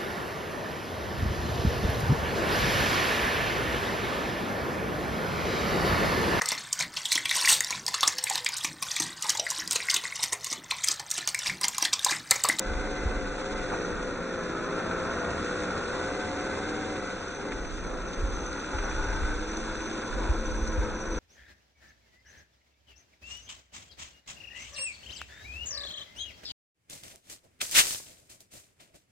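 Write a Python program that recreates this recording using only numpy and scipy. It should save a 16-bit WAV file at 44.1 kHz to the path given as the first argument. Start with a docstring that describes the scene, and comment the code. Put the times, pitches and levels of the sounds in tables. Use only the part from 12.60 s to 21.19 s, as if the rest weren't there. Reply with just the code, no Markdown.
"""The electric motor and gears of a radio-controlled crawler whine as it creeps over stony ground.
Their pitch follows the wavering throttle. Loose gear teeth rattle and a dry shaft squeaks.
Halfway through, the crawler slowly turns: the rattle eases a little and the shaft is heard more clearly.
The tyres scuff over grit and stones, and soft gusts and thumps shake a nearby hand-held microphone."""
import sys
import numpy as np
from scipy import signal
from scipy.fft import rfft, irfft, next_fast_len
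from scipy.io import wavfile
from scipy.ndimage import uniform_filter1d

SR = 44100
rng = np.random.default_rng(int(sys.argv[2]) if len(sys.argv) > 2 else 0)


def master(y):
    """Save y as 16-bit WAV."""
    cut = np.clip(np.atleast_2d(y).T, -1, 1)
    pcm = np.round(cut * 32767)  # scale
    wavfile.write(sys.argv[1], SR, pcm.astype(np.int16))


N = 378819

GEAR_RATIO = 10 / 11  # gear turns per motor turn
SHAFT_RATIO = GEAR_RATIO / 4  # shaft turns per motor turn


def motor(turns, level_db, turned):
    """The motor sings on multiples of its speed and throbs, more deeply once the crawler has turned."""
    # One entry per tone in each list: speed_multiple; level_db; change_when_turned_db
    multiples = [3, 4, 7, 11, 12, 13, 28]
    levels = [-14, -6, -18.5, -22, -13.5, -22.5, -3.5]
    changes = [-5.5, -0.5, -3, 4.5, 4.5, 7, -3]
    turns_per_throb, peak_s = 10.4, 7.99
    throb = np.cos(2 * np.pi * (turns - turns[round(peak_s * SR)]) / turns_per_throb)
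    tones = tone_row(turns, multiples, levels, changes, turned, rough=0.11, rough_step=0.05)
    return from_db(level_db + (0.5 + 3.5 * turned) * throb) * tones


def gear(turns, level_db, turned):
    """The driven gear sings on whole and a few half multiples of its own, slower speed."""
    # One entry per tone in each list: speed_multiple; level_db; change_when_turned_db
    multiples = [3, 4, 5, 6, 6.5, 7, 7.5, 8, 8.5, 9, 9.5, 18, 20, 23, 30]
    levels = [-8.5, -11.5, -16.5, -8.5, -20, -7.5, -18.5, -7.5, -20, -8, -18.5, -16, -16.5, -14, -7]
    changes = [0, -2, 5.5, 0.5, -1, -2.5, -3, -4, -4, -2, -3.5, 3.5, 4, -4, -4.5]
    tones = tone_row(GEAR_RATIO * turns, multiples, levels, changes, turned, rough=0.2, rough_step=0.025)
    return from_db(level_db) * tones


def meshing_teeth(turns, level_db, turned):
    """Gear teeth whine as they meet, and bite harder when the wheels climb a ledge."""
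    # One entry per tone in each list: speed_multiple; level_db; change_when_turned_db
    multiples = [17, 18, 19, 20, 21, 22, 23, 24]
    levels = [-23, -21, -21.5, -12.5, -11.5, -16, -18.5, -18.5]
    changes = [4, 6, 2, 2.5, -0.5, 1, -1.5, -10]
    bites = [(1.1, 0.3, -38.5), (2.08, 0.45, -36.5), (3.0, 0.27, -40.5), (6.15, 0.34, -40),
             (6.6, 0.1, -37.5)]  # harder bites: start_s, length_s, level_db
    strength = np.hypot(from_db(level_db), swells(bites, attack_s=0.06, release_s=0.06))
    return strength * tone_row(turns, multiples, levels, changes, turned, rough=0.15, rough_step=0.017)


def pinion(turns, level_db):
    """The motor's small gear whines at the rate its ten teeth pass."""
    boost = [(0, -9), (1.05, -9), (1.2, -17), (1.5, -12), (1.7, -9.5), (2.8, -8), (2.95, -14), (3.25, -12),
             (3.5, -6.5), (4.3, -8.5), (4.8, -11.5), (5.35, -13.5), (5.7, -23), (8.59, -26)]  # strength of this whine: time_s, gain_db
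    strength = from_db(level_db + in_time(boost)[0]) * once_a_turn(SHAFT_RATIO * turns, depth_db=0.5)
    return strength * tone(10 * turns, rough=0.41, flutter_hz=22)


def idler(turns):
    """An in-between gear, the idler, drones low for a while."""
    drones = [(2.15, 2.25, -48)]  # when it drones: start_s, length_s, level_db
    strength = swells(drones, attack_s=0.14, release_s=0.2)
    return strength * tone(4 / 3 * GEAR_RATIO * turns, rough=0.7, flutter_hz=12)


def gear_moan(turns):
    """The gear moans as it labours on the climb."""
    strains = [(6.77, 0.085, -38), (7.35, 0.048, -41), (7.56, 0.044, -37.5), (7.85, 0.072, -38.5),
               (8.13, 0.19, -37)]  # moans: start_s, length_s, level_db
    strength = swells(strains, attack_s=0.021, release_s=0.029)
    return strength * tone(7 * GEAR_RATIO * turns, rough=0.35, flutter_hz=24)


def whine(turns, speed, body_db, teeth_db, turned):
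    """The tones of motor and gears together; the case lets some pitches out better than others."""
    case_gain = [(80, -2), (180, -0.5), (200, -4), (228, 0.5), (268, -3.5), (298, -0.5), (540, 0),
                 (640, -12.5), (800, -3.5), (865, 1.5), (915, -2.5), (975, -6), (1030, 0), (1180, -7),
                 (1290, 0.5), (1400, -0.5), (1460, 0), (1510, 1), (1580, -1), (1640, -9), (1900, -11),
                 (2050, -7), (2200, -21)]  # how well tones get out: pitch_hz, gain_db
    extra_speed = speed - 72  # turns per second above cruising
    # Under load the tones grow faster than the noise.
    low_db, high_db = (db + 0.31 * (db - db.mean()) for db in (body_db, teeth_db))
    inside = motor(turns, low_db - 6 + 0.215 * extra_speed, turned)
    inside += gear(turns, low_db - 4, turned)
    inside += meshing_teeth(turns, high_db, turned)
    outside = filtered(housing(inside), lambda hz: from_db(at_hz(case_gain, hz)))
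    small_gear = lean_left(pinion(turns, teeth_db + 0.15 * extra_speed), db=1.5)
    return small_gear + idler(turns) + lean_left(outside + gear_moan(turns), db=0.5)


def housing(x, coupling=1):
    """The frame and gear case boost the pitches they ring at, and weaken one band."""
    resonances = [(219.2, 10, 5.5), (314.7, 36, 7), (405, 27, 3.5), (445.5, 42, -6.5), (509, 66, 7),
                  (875, 16, 3.5), (1030, 43, 3), (1468, 150, 2.5), (2070, 26, 1.5)]  # peaks and one dip: pitch_hz, width_hz, gain_db
    def gain_db(hz):
        return sum(db / (1 + (2 * (hz - centre) / width) ** 2) for centre, width, db in resonances)
    return filtered(x, lambda hz: from_db(coupling * gain_db(hz)))


def loose_teeth(turns, body_db, teeth_db, turned):
    """Loose teeth knock at random: a dull hum and a pulsing rattle. Once the crawler turns, a blurred whirr
    near 900 Hz, the smeared spread of the motor's twelfth tone, joins them."""
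    # Tone colour of each noise: pitch_hz, level_db
    hum_colour = [(50, -12.5), (85, -1), (125, -3.5), (190, -0.5), (300, -0.5), (440, 2), (560, -8),
                  (700, -12.5), (1200, -48)]
    rattle_colour = [(500, -17.5), (900, -6), (1180, -4), (1320, 2), (1560, 1.5), (1750, -4.5), (2300, -9),
                     (2900, -15), (4500, -20), (8400, -49.5)]
    whirr_colour = [(680, -30.5), (820, -11.5), (880, 1), (930, -2), (1000, 0), (1080, -5.5), (1250, -26.5)]
    hum = coloured(grains(per_s=4000, spread_db=1.5), hum_colour)
    hum = from_db(body_db - 4) * rms_one(housing(hum, coupling=0.67))
    pressure = once_a_turn(GEAR_RATIO * turns, depth_db=1.7)
    pressure *= once_a_turn(3 * SHAFT_RATIO * turns, depth_db=1.7)
    rattle = coloured(grains(per_s=9000, spread_db=2.5) * pressure, rattle_colour)
    rattle = from_db(teeth_db - 2.5 - turned) * rms_one(housing(rattle, coupling=0.69))
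    whirr = coloured(grains(per_s=1500, spread_db=2.5) * pressure, whirr_colour)
    return lean_left(hum, db=0.6) + rattle + np.sqrt(turned) * from_db(teeth_db - 13) * whirr


def shaft_squeak(turns, turned):
    """The dry shaft rings thinly and rubs once a turn, with rough squeals and sharp chirps."""
    squeals = [(0.299, 0.08, -54, 5980), (1.117, 0.14, -53, 5956), (2.49, 0.12, -53, 5918),
               (4.659, 0.1274, -54, 6020), (5.027, 0.14, -57, 6070), (5.441, 0.1, -61, 6017),
               (5.72, 0.1895, -53.5, 6100), (6.161, 0.4, -52.5, 5890), (6.85, 0.148, -56, 5994),
               (7.163, 0.087, -51, 6020), (7.944, 0.17, -50, 5985), (8.335, 0.27, -52, 5970)]  # the shaft runs dry: start_s, length_s, level_db, pitch_hz
    catches = [(1.217, -42.5), (4.678, -42), (4.747, -41), (5.531, -36), (5.763, -38), (5.861, -38.5),
               (6.914, -37), (6.970, -34), (7.791, -45), (7.856, -43), (8.074, -39), (8.415, -36),
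               (8.568, -42)]  # the shaft catches: start_s, level_db
    ring_hz = 6020
    rub = once_a_turn(SHAFT_RATIO * turns, depth_db=3) * once_a_turn(2 * GEAR_RATIO * turns, depth_db=2)
    squeal_hz, = in_time([(s + length / 2, hz) for s, length, _, hz in squeals])
    cycles = np.cumsum(squeal_hz + 40 * drift(25)) / SR
    rasp = rms_one(rub * tone(cycles, rough=3.5, flutter_hz=130))
    steady = from_db(-60 + 6 * turned + 1.4 * drift(5.3))
    ring = from_db(-6) * steady * tone(ring_hz * np.arange(N) / SR, rough=2.5, flutter_hz=40)
    catching = uniform_filter1d(bursts(catches, decay_s=0.0057), size=SR // 200)
    chirps = catching * tone(cycles, rough=0.61, flutter_hz=89)
    return np.hypot(steady, swells(squeals, attack_s=0.014, release_s=0.027)) * rasp + ring + chirps


def tyres(turns, teeth_db):
    """The rubber tread scuffs on stone as hard as the drive pushes, slips at times and crushes grit."""
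    # Tone colour of each noise: pitch_hz, level_db
    scuff_colour = [(300, -7), (620, -2.5), (900, -2), (1100, -4), (1500, -9.5), (3000, -37)]
    grit_colour = [(1500, -8), (2700, 1.5), (3600, 0.5), (4200, -2), (4900, -1.5), (5600, -3), (6500, -4.5),
                   (7500, -0.5), (8400, -9.5)]
    slips = [(1.113, 0.028, -31), (2.25, 0.26, -42.5), (2.62, 0.13, -41.5), (5.25, 0.11, -42),
             (6.22, 0.066, -38), (7.58, 0.14, -39.5)]  # a tyre slips on rock: start_s, length_s, level_db
    grit_levels = [(0, -46), (1.2, -45), (1.7, -48.5), (2.5, -45), (3.05, -42.5), (4.1, -43.5),
                   (5.2, -48.5), (6.4, -44.5), (7.3, -44.5), (8.59, -48)]  # grit under the tyres: time_s, level_db
    scuff = coloured(grains(per_s=4000, spread_db=1.9), scuff_colour)
    push = from_db(teeth_db - 5 + 1.7 * drift(7.8))
    grip = np.hypot(push, swells(slips, attack_s=0.016, release_s=0.022))
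    crush = once_a_turn(SHAFT_RATIO * turns, depth_db=1) * from_db(drift(25))
    grit = coloured(grains(per_s=6500, spread_db=2) * crush, grit_colour)
    return grip * scuff + from_db(in_time(grit_levels)[0]) * grit


def stones():
    """A tipping stone gives a short crunch, cushioned by the tyre; a snapping grain gives a tick."""
    # Stones tipping and grains snapping: start_s, level_db
    knocks = [(1.136, -33), (1.209, -35.5), (2.312, -34), (3.937, -33.5), (4.356, -35), (4.919, -31),
              (5.048, -36), (6.185, -29), (6.309, -30.5), (7.422, -35.5), (7.688, -41)]
    ticks = [(3.035, -39), (5.484, -43), (5.533, -38.5), (5.930, -38), (6.561, -39.5), (6.970, -36),
             (8.076, -35)]
    # Tone colour of each: pitch_hz, level_db
    knock_colour = [(300, -16), (800, -3.5), (1500, 5.5), (2300, 2), (4000, -11), (8000, -17.5)]
    tick_colour = [(1500, -14.5), (3500, 1.5), (6000, -2), (8400, -7)]
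    press = uniform_filter1d(bursts(knocks, decay_s=0.008), size=SR // 200)
    crunch = press * coloured(grains(per_s=5000, spread_db=4.5), knock_colour)
    snaps = bursts(ticks, decay_s=0.006) * coloured(grains(per_s=12000, spread_db=1), tick_colour)
    return crunch + snaps


def wind(breeze_db):
    """A light breeze with gusts makes a lumpy, low rumble on the microphone."""
    colour = [(12, -17.5), (24, 0.5), (34, 3), (50, -2), (75, -12.5), (120, -21), (300, -50.5)]  # tone colour of the rumble: pitch_hz, level_db
    gusts = [(0.05, 0.12, -31.5), (0.38, 0.22, -33.5), (0.9, 0.066, -37), (1.28, 0.097, -39),
             (4.9, 0.52, -38), (5.56, 0.097, -29.5), (6.12, 0.077, -31.5), (6.3, 0.42, -31),
             (6.8, 0.32, -39.5), (7.49, 0.73, -32), (8.45, 0.14, -33)]  # puffs of wind: start_s, length_s, level_db
    rumble = coloured(rng.standard_normal((2, N)), colour)
    rumble /= np.sqrt(uniform_filter1d(np.mean(rumble ** 2, axis=0), size=SR // 10))  # even the level
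    return np.hypot(from_db(breeze_db), swells(gusts, attack_s=0.037, release_s=0.17)) * rumble


def thumps(rise_s, start_hz, end_hz, sag_s, skew_cycles):
    """Each soft bump swells, then sags in pitch as it dies, a little out of step left and right."""
    bumps = [(0.095, -29), (0.451, -19.5), (1.305, -49), (5.62, -21.5), (6.143, -27), (6.618, -24.5),
             (7.687, -18.5), (8.002, -26), (8.174, -19)]  # bumps on the microphone: start_s, peak_db
    out = np.zeros((2, N))
    for (s, db), (phase, skew) in zip(bumps, rng.uniform(-1.26, 1, (len(bumps), 2))):
        age = np.maximum(np.arange(N) / SR - s, 0)
        cycles = end_hz * age + (start_hz - end_hz) * sag_s * (1 - np.exp(-age / sag_s))
        swell = from_db(db) * (age / rise_s * np.exp(1 - age / rise_s)) ** 2
        out += swell * np.sin(2 * np.pi * (cycles + phase + skew_cycles * np.array([[skew], [-skew]])))
    return out


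def tone(cycles, rough, flutter_hz):
    """A tone that follows a running count of cycles; uneven contact shakes its strength and timing."""
    phase = cycles + rng.random()
    angle = (2 * np.pi * (phase - np.floor(phase))).astype(np.float32)
    wavering = (1 + rough * drift(flutter_hz)) * np.sin(angle)
    return rms_one(wavering + rough * drift(flutter_hz) * np.cos(angle))


def tone_row(turns, multiples, levels_db, changes_db, turned, rough, rough_step):
    """Tones on multiples of a shaft's speed: cleaner in the bass, rougher higher up."""
    return sum(from_db(db + change * turned) * tone(k * turns, rough + rough_step * k, 10 + 0.45 * k)
               for k, db, change in zip(multiples, levels_db, changes_db))


def once_a_turn(turns, depth_db):
    """A gain that swells once in every turn."""
    return from_db(depth_db * np.cos(2 * np.pi * (turns + rng.random())))


def grains(per_s, spread_db):
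    """Two unrelated streams of tiny impacts of uneven size."""
    hit = rng.random((2, N)) < per_s / SR
    chance = rng.uniform(-1, 1, (2, N))[hit]
    out = np.zeros((2, N))
    out[hit] = np.sign(chance) * from_db(spread_db * np.minimum(-np.log(np.abs(chance)), 3.5))
    return rms_one(out)


def coloured(pair, colour):
    """Give two unrelated signals a tone colour and share them between left and right."""
    likeness = [(30, 0.89), (70, 0.75), (120, 0.95), (200, 0.82), (500, 0.78), (640, 0.62), (850, 0.24),
                (1050, 0.89), (1400, 0.99), (3300, 1), (4300, 1), (8400, 1)]  # how alike the two sides are: pitch_hz, likeness (1 = the same)
    def response(hz):
        alike = np.clip(at_hz(likeness, hz), 0, 1)
        return from_db(at_hz(colour, hz)) * np.sqrt([1 + alike, 1 - alike])
    mid, side = filtered(pair, response)
    return rms_one(np.array([mid + side, mid - side]))


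def swells(events, attack_s, release_s):
    """A gain that rises at each event, holds until its length is up and dies away."""
    t = np.arange(N) / SR
    return np.max([from_db(db) * np.clip((t - s) / attack_s, 0, 1)
                   * np.exp(-np.clip((t - s - length) / release_s, 0, 20))
                   for s, length, db, *_ in events], axis=0)


def bursts(events, decay_s):
    """A gain that jumps at each event and dies away."""
    starts = np.zeros(N)
    for s, db in events:
        starts[round(s * SR)] = from_db(db)
    return signal.lfilter([1], [1, -np.exp(-1 / (decay_s * SR))], starts + 1e-18)


def drift(rate_hz):
    """A smooth random wander, about 1 in size."""
    step, warm_up = 40, 2000  # samples between random points; points skipped at the start
    memory = np.exp(-2 * np.pi * step * rate_hz / SR)
    noise = rng.standard_normal(N // step + warm_up + 2)
    points = rms_one(signal.lfilter([1], [1, -2 * memory, memory ** 2], noise)[warm_up:])
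    return np.interp(np.arange(N) / step, np.arange(len(points)), points)


def filtered(x, response):
    """Pass x through a filter given as a function of frequency."""
    size = next_fast_len(N + SR // 4)
    hz = np.arange(size // 2 + 1) * SR / size
    return irfft(rfft(x, size) * response(hz), size)[..., :N]


def in_time(rows):
    """Join timed rows with straight lines, giving one curve for each value column."""
    times, *columns = np.transpose(rows)
    return [np.interp(np.arange(N) / SR, times, column) for column in columns]


def at_hz(points, hz):
    """Read between a table's points, with octaves evenly spaced."""
    pitches, values = np.transpose(points)
    return np.interp(np.log(hz + 1e-3), np.log(pitches), values)


def lean_left(x, db):
    """Raise the left side and lower the right by db."""
    return x * from_db([[db], [-db]])


def from_db(db):
    """Decibels to gain."""
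    return 10 ** (np.asarray(db) / 20)


def rms_one(x):
    """Scale to an average power of 1."""
    return x / np.sqrt(np.mean(x ** 2) + 1e-20)


def scene():
    """The motor's speed drives the moving parts; the load sets how loud the gears and scuffing are."""
    throttle = [(0.0, 72.7), (0.18, 73.0), (0.28, 74.9), (0.42, 72.7), (0.57, 73.2), (0.65, 70.9),
                (0.93, 73.9), (1.23, 67.0), (1.41, 67.7), (1.48, 69.4), (1.58, 65.4), (1.74, 65.1),
                (1.91, 60.8), (2.05, 62.2), (2.17, 65.8), (2.41, 63.8), (2.59, 67.9), (2.7, 68.3),
                (2.81, 65.6), (2.97, 69.6), (3.13, 65.9), (3.28, 67.3), (3.34, 69.8), (3.58, 73.1),
                (3.92, 72.7), (4.08, 76.3), (4.3, 75.7), (4.46, 71.2), (4.56, 71.1), (4.68, 68.6),
                (4.81, 77.0), (5.05, 69.2), (5.17, 68.2), (5.27, 63.9), (5.41, 61.1), (5.54, 67.5),
                (5.68, 65.6), (5.88, 69.6), (6.07, 69.2), (6.23, 73.6), (6.34, 70.9), (6.43, 73.2),
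                (6.75, 75.5), (6.99, 82.2), (7.1, 80.2), (7.24, 82.2), (7.4, 81.4), (7.49, 83.5),
                (7.65, 80.5), (7.75, 82.2), (7.93, 80.0), (8.05, 81.8), (8.29, 77.4), (8.43, 83.0),
                (8.59, 80.4)]  # motor speed: time_s, turns_per_s
    load = [(0.0, -36.5, -39.5), (0.45, -35, -38.5), (0.76, -37, -40), (1.2, -34, -37.5),
            (1.48, -35.5, -39.5), (2.34, -34, -36), (4.33, -35.5, -38.5), (4.73, -40, -41),
            (4.86, -35, -40.5), (5.12, -40, -43.5), (5.28, -37, -42), (6.7, -38.5, -36.5),
            (6.77, -38, -39.5), (7.66, -36, -39), (7.96, -37.5, -41.5), (8.25, -35.5, -38.5),
            (8.37, -37.5, -41), (8.59, -35.5, -40.5)]  # load on the drive, heard as low body and bright teeth: time_s, body_db, teeth_db
    speed, = in_time(throttle)
    turns = np.cumsum(speed * (1 + 0.00197 * drift(15.2))) / SR  # motor turns so far
    body_db, teeth_db = in_time(load)
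    steer_start_s, steer_length_s = 4.35, 1.5
    # 0 before the crawler turns, 1 afterwards
    turned = np.clip((np.arange(N) / SR - steer_start_s) / steer_length_s, 0, 1)
    drive = whine(turns, speed, body_db, teeth_db, turned)
    drive += loose_teeth(turns, body_db, teeth_db, turned)
    drive += shaft_squeak(turns, turned)
    ground = tyres(turns, teeth_db) + stones()
    air = wind(breeze_db=-51)
    bumps = thumps(rise_s=0.017, start_hz=89, end_hz=34.5, sag_s=0.026, skew_cycles=0.055)
    return drive + ground + air + bumps


def record(dry):
    """The treble reaches the microphone's two sides out of step, and the very top is cut off."""
    left_lead = [(0, 0), (2500, 0), (2800, -3.1), (3300, -3.1), (3420, 0), (3750, 0), (4700, 3.1),
                 (5150, 3.2), (5950, 6.3), (6500, 6.3), (7200, 9.4), (7700, 9.5), (8450, 12.6)]  # how far left runs ahead of right: pitch_hz, lead_radians
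    cutoff_hz = 8380
    sides = filtered(dry, lambda hz: np.exp(0.5j * np.interp(hz, *np.transpose(left_lead)) * [[1], [-1]]))
    return signal.sosfiltfilt(signal.ellip(10, 0.05, 70, cutoff_hz, fs=SR, output="sos"), sides)


dry = scene()
out = record(dry)
master(out)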